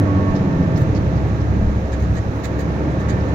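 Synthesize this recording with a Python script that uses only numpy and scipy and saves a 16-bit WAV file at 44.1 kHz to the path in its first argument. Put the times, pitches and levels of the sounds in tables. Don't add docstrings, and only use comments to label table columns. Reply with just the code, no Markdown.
import sys
import numpy as np
from scipy import signal
from scipy.fft import rfft, irfft, next_fast_len
from scipy.io import wavfile
from scipy.ndimage import uniform_filter1d, map_coordinates

SR = 44100
rng = np.random.default_rng(int(sys.argv[2]) if len(sys.argv) > 2 else 0)


def undo_db(level):
    steps = np.asarray(level, float) / 20
    return 10 ** steps


def inscribe(sig):
    pcm = np.round(np.clip(np.atleast_2d(sig).T, -1, 1) * 32767)
    wavfile.write(sys.argv[1], SR, pcm.astype(np.int16))


N = 147294
CYLINDERS = 6


def unit(x):
    return x / np.sqrt(np.mean(x ** 2) + 1e-20)


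def along(points, hz):
    f, v = np.transpose(points)
    return np.interp(np.log(hz + 1), np.log(f + 1), v)


def curves(rows):
    s, *cols = np.transpose(rows)
    return [np.interp(np.arange(N) / SR, s, c) for c in cols]


def wobble(rate):
    return map_coordinates(rng.standard_normal(400), [np.arange(N) * rate / SR])


def filtered(x, response):
    m = next_fast_len(N + SR // 2)
    return irfft(rfft(x, m) * response(np.fft.rfftfreq(m, 1 / SR)), m)[..., :N]


def resonance(f, hz, width_hz):
    return 1j * f * width_hz / (hz * hz - f * f + 1j * f * width_hz)


def right_over_left(db):
    return undo_db([[-db / 2], [db / 2]])


def pair_of(alike):
    a, b = rng.standard_normal((2, N))
    alike = np.clip(alike, 0, 1)
    return np.array([a, alike * a + np.sqrt(1 - alike ** 2) * b])


# pitch_hz, likeness (1 = the same)
LIKENESS = [(20, .99), (45, .99), (70, .97), (125, .94), (250, .92), (500, .8), (900, .62), (1300, .5),
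            (2000, .25), (4000, .08), (15000, .05)]


def rush(spectrum, patchy_db):
    z = signal.stft(rng.standard_normal((2, N)), nperseg=512)[2]
    field = uniform_filter1d(rng.standard_normal(z.shape[1:]), size=6, axis=0)
    field = uniform_filter1d(field, size=12, axis=1)
    pair = signal.istft(z * undo_db(patchy_db * unit(field)), nperseg=512)[1][:, :N]

    def middle_and_side(hz):
        width = np.tan(np.arccos(np.clip(along(LIKENESS, hz), -1, 1)) / 2)
        return undo_db(along(spectrum, hz)) * np.array([np.ones_like(width), width])

    mid, side = filtered(pair, middle_and_side)
    return np.array([mid + side, mid - side]) / np.std(mid)


# time_s, firing_hz, loaded_orders_db,
# growl_db (orders 7 to 13, from just above the firing rate to about twice it)
REVS = [(0, 96.65, -20, -19.5), (.2, 96.65, -17.5, -21.5), (.36, 96.24, -23.5, -19),
        (.46, 91.04, -26.5, -16), (.62, 88.1, -23, -15.5), (.7, 84.84, -28.5, -15.5),
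        (.79, 78.66, -28, -12.5), (.9, 70.5, -21.5, -19.5), (1.3, 69.48, -22, -20.5),
        (1.68, 69.19, -18.5, -22.5), (1.9, 69.25, -25, -30), (2.06, 68.55, -16.5, -18.5),
        (2.3, 69.06, -29, -23.5), (2.7, 69.48, -23, -37), (3.0, 71.22, -25.5, -22.5),
        (3.34, 74.05, -23, -23)]


def revs():
    firing_hz, tone_db, growl_db = curves(REVS)
    cycle = 2 * np.pi * np.cumsum(firing_hz) / SR / CYLINDERS
    return firing_hz, cycle, tone_db, growl_db


ORDER_LEVELS = {5: -9.5, 6: -1.5, 7: -15.5, 8: -12, 9: -4.5, 10: -6, 11: -7.5, 12: -4.5, 13: -8.5, 15: -12,
                18: -5.5, 24: -21}
# pitch_hz, boost_db
CABIN_BOOMS = [(30, -18), (70, 1), (100, 0.5), (135, -8), (200, -3.34), (215, -7.5), (290, 2), (340, 0.7),
               (650, -3.7)]


def engine(cycle, firing_hz, tone_db, growl_db):
    growling = range(7, 14)
    firing_waver_db, other_waver_db, jitter_rad = 1, 2.2, 0.2
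    out = np.zeros((2, N))
    for k, order_db in ORDER_LEVELS.items():
        load_db = growl_db if k in growling else tone_db
        boom_db = along(CABIN_BOOMS, k * firing_hz / CYLINDERS)
        waver_db = firing_waver_db if k == CYLINDERS else other_waver_db
        gain = undo_db(load_db + order_db + boom_db + waver_db * wobble(9))
        phase = k * cycle + rng.uniform(0, 2 * np.pi)
        phase = phase + jitter_rad * k / CYLINDERS * wobble(5.374)
        apart = 0.021 * k * wobble(1.5)
        out += np.sqrt(2) * gain * np.sin([phase + apart, phase - apart])
    return out


def whine(rows, waver_hz, flicker_db, right_db):
    hz, db = curves(rows)
    phase = 2 * np.pi * np.cumsum(hz + waver_hz * wobble(28.24)) / SR
    level = np.sqrt(2) * undo_db(db + flicker_db * wobble(20))
    return level * np.sin(phase) * right_over_left(right_db)


# time_s, pitch_hz, level_db
GEAR_WHINE = [(0, 1109, -47), (.12, 1108, -41), (.29, 1103, -40), (.33, 1110, -55), (.6, 1110, -70)]


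def gear():
    return whine(GEAR_WHINE, waver_hz=4, flicker_db=4.5, right_db=15)


# time_s, pitch_hz, level_db
TURBO_WHISTLE = [(0, 13050, -90), (.35, 13200, -84), (.8, 12880, -86), (1.3, 12150, -85), (1.9, 11210, -83),
                 (2.2, 10950, -81), (2.9, 10975, -76.5), (3.34, 11030, -85)]


def turbo():
    return whine(TURBO_WHISTLE, waver_hz=6, flicker_db=4.5, right_db=-5)


# time_s, pitch_hz, level_db
UPPER_THIN_TONE = [(0, 1800, -48.5), (.3, 1778, -42.5), (.42, 1792, -50), (.6, 1788, -45.5), (1, 1757, -53),
                   (2.3, 1786, -58.5), (3.34, 1778, -42.5)]
LOWER_THIN_TONE = [(0, 1609, -55.5), (.8, 1595, -55.5), (2.3, 1636, -57), (3.34, 1594, -53)]


def thin_tones():
    upper = whine(UPPER_THIN_TONE, waver_hz=3, flicker_db=2.5, right_db=0.5)
    return upper + whine(LOWER_THIN_TONE, waver_hz=3, flicker_db=1.5, right_db=13)


# time_s, level_db
JOLTS = [(0, -46.5), (.2, -36), (.8, -35.5), (1.3, -38), (1.5, -43), (1.66, -17.5), (1.8, -30),
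         (2.08, -29.5), (2.4, -41), (3.34, -43)]
# pitch_hz, density_db (per Hz)
THUD_COLOUR = [(4, -120), (12, -20), (20, -5), (40, 0), (50, -14), (90, -120)]


def suspension():
    return undo_db(curves(JOLTS)[0] + 1.7 * wobble(8)) * rush(THUD_COLOUR, patchy_db=2.5)


# pitch_hz, level_db
DRONE_COLOUR = [(30, -120), (42, -25), (52, -8), (65, 0), (90, -.5), (110, -6), (135, -35), (250, -120)]


def body_drone():
    return undo_db(-35 + wobble(4.8)) * rush(DRONE_COLOUR, patchy_db=3.5)


# time_s, rumble_db (tyres), roar_db (body)
ROAD_LEVELS = [(0.0, -19.5, -32), (2.13, -26, -35.5), (3.34, -21, -32)]
# pitch_hz, density_db (per Hz)
RUMBLE_COLOUR = [(62, -37), (105, 0.5), (193, -2), (236, -10), (295, -4), (442, -15), (518, -14.5),
                 (574, -19.5), (631, -11.5), (700, -27.5), (910, -45), (1540, -120)]
# pitch_hz, density_db (per Hz)
ROAR_COLOUR = [(240, -63.5), (400, 3.5), (582, -7.5), (637, -12.5), (698, -1.5), (1090, -9.5), (1180, -4.5),
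               (1540, -12), (1830, -13), (2820, -23), (4500, -33.5), (5850, -43.5), (9900, -120)]


def tyres_and_body(cycle):
    rumble_db, roar_db = curves(ROAD_LEVELS)
    rumble = undo_db(rumble_db + 0.5 + 0.8 * wobble(8.6)) * rush(RUMBLE_COLOUR, patchy_db=0.8)
    throb_db = 0.5 * (np.sin(CYLINDERS * cycle) + 0.84 * np.sin(3 * cycle))
    roar = undo_db(roar_db + throb_db + 0.17 * wobble(4.4)) * rush(ROAR_COLOUR, patchy_db=0.5)
    return rumble + roar


# pitch_hz, density_db (per Hz)
AIR_COLOUR = [(1200, -120), (2000, -7.5), (2500, -3.5), (2900, -13.5), (4040, -5.5), (4600, -15),
              (6080, -9), (6780, -9.5), (7550, -20), (8700, -26), (9600, -29), (10700, -28), (12500, -26),
              (14400, -23), (15900, -34)]


def air():
    return undo_db(-54.5 + 0.4 * wobble(5.8)) * rush(AIR_COLOUR, patchy_db=0.4)


# pitch_hz, width_hz, level_db
PANEL_MODES = [(527.8, 51, -43.5), (643.8, 16, -48), (863.5, 74, -52), (919.5, 9.8, -54),
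               (1109.5, 67, -56.5)]
PANEL_BALANCE = [-3.5, 7.5, 1, 1.5, 14]
# time_s, boost_db
PANEL_VIBRATION = [(0, 5), (.35, 9.5), (.7, 8.5), (1, 4), (2.2, 2), (2.8, 7.5), (3.34, 5.5)]


def panels():
    out = np.zeros((2, N))
    for (hz, width_hz, db), right_db in zip(PANEL_MODES, PANEL_BALANCE):
        noise = pair_of(along(LIKENESS, hz))
        ring = filtered(noise, lambda f: resonance(f, hz, width_hz) ** 2)
        out += undo_db(db + 0.56 * wobble(4.7)) * unit(ring) * right_over_left(right_db)
    return out * undo_db(curves(PANEL_VIBRATION)[0])


def contacts():
    per_s, spread_db = 900, 2
    clicks = rng.random((2, N)) < per_s / SR
    clicks = clicks * undo_db(spread_db * rng.standard_normal((2, N))) * rng.choice([-1, 1], (2, N))
    return unit(clicks) + 0.5 * pair_of(0.7)


def ringing(x, modes):
    def response(f):
        total = sum((-1) ** k * undo_db(db) * resonance(f, hz, width_hz)
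                    for k, (hz, width_hz, db) in enumerate(modes))
        return total / (1 + (f / 7400) ** 16)
    return unit(filtered(x, response))


def burst(start_s, length_s):
    t = np.arange(N) / SR
    rise = np.clip((t - start_s) / (0.055 * length_s), 0, 1)
    fade = np.clip((start_s + length_s - t) / (0.17 * length_s) + 0.19, 0, 1)
    return rise * fade


# start_s, level_db, length_s
FITTING_TICKS = [(.349, -50, 0.019), (.627, -53, 0.008), (0.756, -50, 0.018), (0.948, -50, 0.03),
                 (1.151, -56, 0.031), (1.4, -56, .02), (3.199, -53, .008)]
# pitch_hz, width_hz, level_db
FITTING_MODES = [(2900, 800, -4), (3700, 500, -4), (4350, 400, -2), (5300, 350, 0), (6200, 900, -5)]


def small_fitting(hits):
    level = sum(undo_db(db) * burst(start_s, length_s) for start_s, db, length_s in FITTING_TICKS)
    return level * ringing(hits, FITTING_MODES)


# start_s, level_db, length_s, sizzle_db (mostly above 9 kHz)
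FRAME_RATTLES = [(0.772, -46, 0.012, -55), (0.788, -72.5, 0.043, -59.5), (0.808, -51, 0.015, -72.5),
                 (1.264, -62, 0.039, -74.5), (1.707, -60, 0.015, -80), (1.92, -47, 0.024, -68.5),
                 (1.991, -55.5, 0.06, -67), (2.133, -57, 0.022, -64), (2.152, -49, 0.04, -76),
                 (2.35, -64, 0.063, -67), (2.435, -42, 0.025, -54.5), (2.583, -49, 0.036, -58),
                 (2.901, -58, 0.02, -77), (2.99, -55, 0.027, -67), (3.084, -45, .028, -62.5),
                 (3.276, -59, 0.022, -81.5)]
# pitch_hz, width_hz, level_db
FRAME_MODES = [(1800, 350, -1), (2350, 300, 1), (6450, 250, -7), (6850, 180, -2)]
# pitch_hz, level_db
CLACK_COLOUR = [(900, -31.5), (1800, -0.5), (4000, -7.5), (6600, -18.5), (7600, -11), (9000, -34),
                (16000, -37.5)]
# pitch_hz, level_db
SIZZLE_COLOUR = [(5000, -120), (7500, -25), (9200, -10), (10300, -1), (11500, 0), (12800, -5), (14000, 0),
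                 (16000, 0)]


def window_frames(hits):
    low, high = np.zeros((2, N))
    for start_s, db, length_s, sizzle_db in FRAME_RATTLES:
        shape = burst(start_s, length_s)
        low += undo_db(db) * shape
        high += undo_db(sizzle_db) * shape
    clack = unit(filtered(hits, lambda f: undo_db(along(CLACK_COLOUR, f))))
    sizzle = unit(filtered(hits, lambda f: undo_db(along(SIZZLE_COLOUR, f))))
    return low * (clack + undo_db(2) * ringing(hits, FRAME_MODES)) + high * sizzle


def cabin_answer(rattle):
    t60_s, echo_db = 0.089, 3
    t = np.arange(SR // 4) / SR
    tail = rng.standard_normal((2, SR // 4)) * undo_db(-60 * t / t60_s)
    tail = tail / np.linalg.norm(tail[0])
    return rattle + undo_db(echo_db) * signal.fftconvolve(rattle, tail, axes=1)[:, :N]


def scene():
    firing_hz, cycle, tone_db, growl_db = revs()
    tones = engine(cycle, firing_hz, tone_db, growl_db) + gear() + turbo() + thin_tones()
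    noises = suspension() + body_drone() + tyres_and_body(cycle) + air()
    hits = contacts()
    rattles = cabin_answer(small_fitting(hits) + window_frames(hits))
    return tones + noises + panels() + rattles


# pitch_hz, balance_db
MICROPHONE_BALANCE = [(60, 1), (99, -1.5), (160, -0.5), (270, -1.5), (450, -2.5), (740, 1.5), (1220, -3.5),
                      (2010, -7.5), (3330, -4), (5500, -13), (9080, 0.5), (15000, -3)]
# pitch_hz, lead_rad
MICROPHONE_LEAD = [(30, 0), (100, -.08), (300, -.25), (600, -.5), (950, -.8), (1210, -3.2), (1550, -2.3),
                   (1810, -4.7), (2150, -4.3), (3010, -9), (6000, -4 * np.pi)]


def microphones(hz):
    half = np.array([[0.5], [-0.5]])
    colour = undo_db(along(MICROPHONE_BALANCE, hz) * half)
    return colour * np.exp(1j * along(MICROPHONE_LEAD, hz) * half)


def roll_off(x):
    return signal.sosfilt(signal.butter(12, 16020, fs=SR, output="sos"), x)


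def record(dry):
    mix = filtered(dry, microphones)
    return roll_off(mix)


dry = scene()
out = record(dry)
inscribe(out)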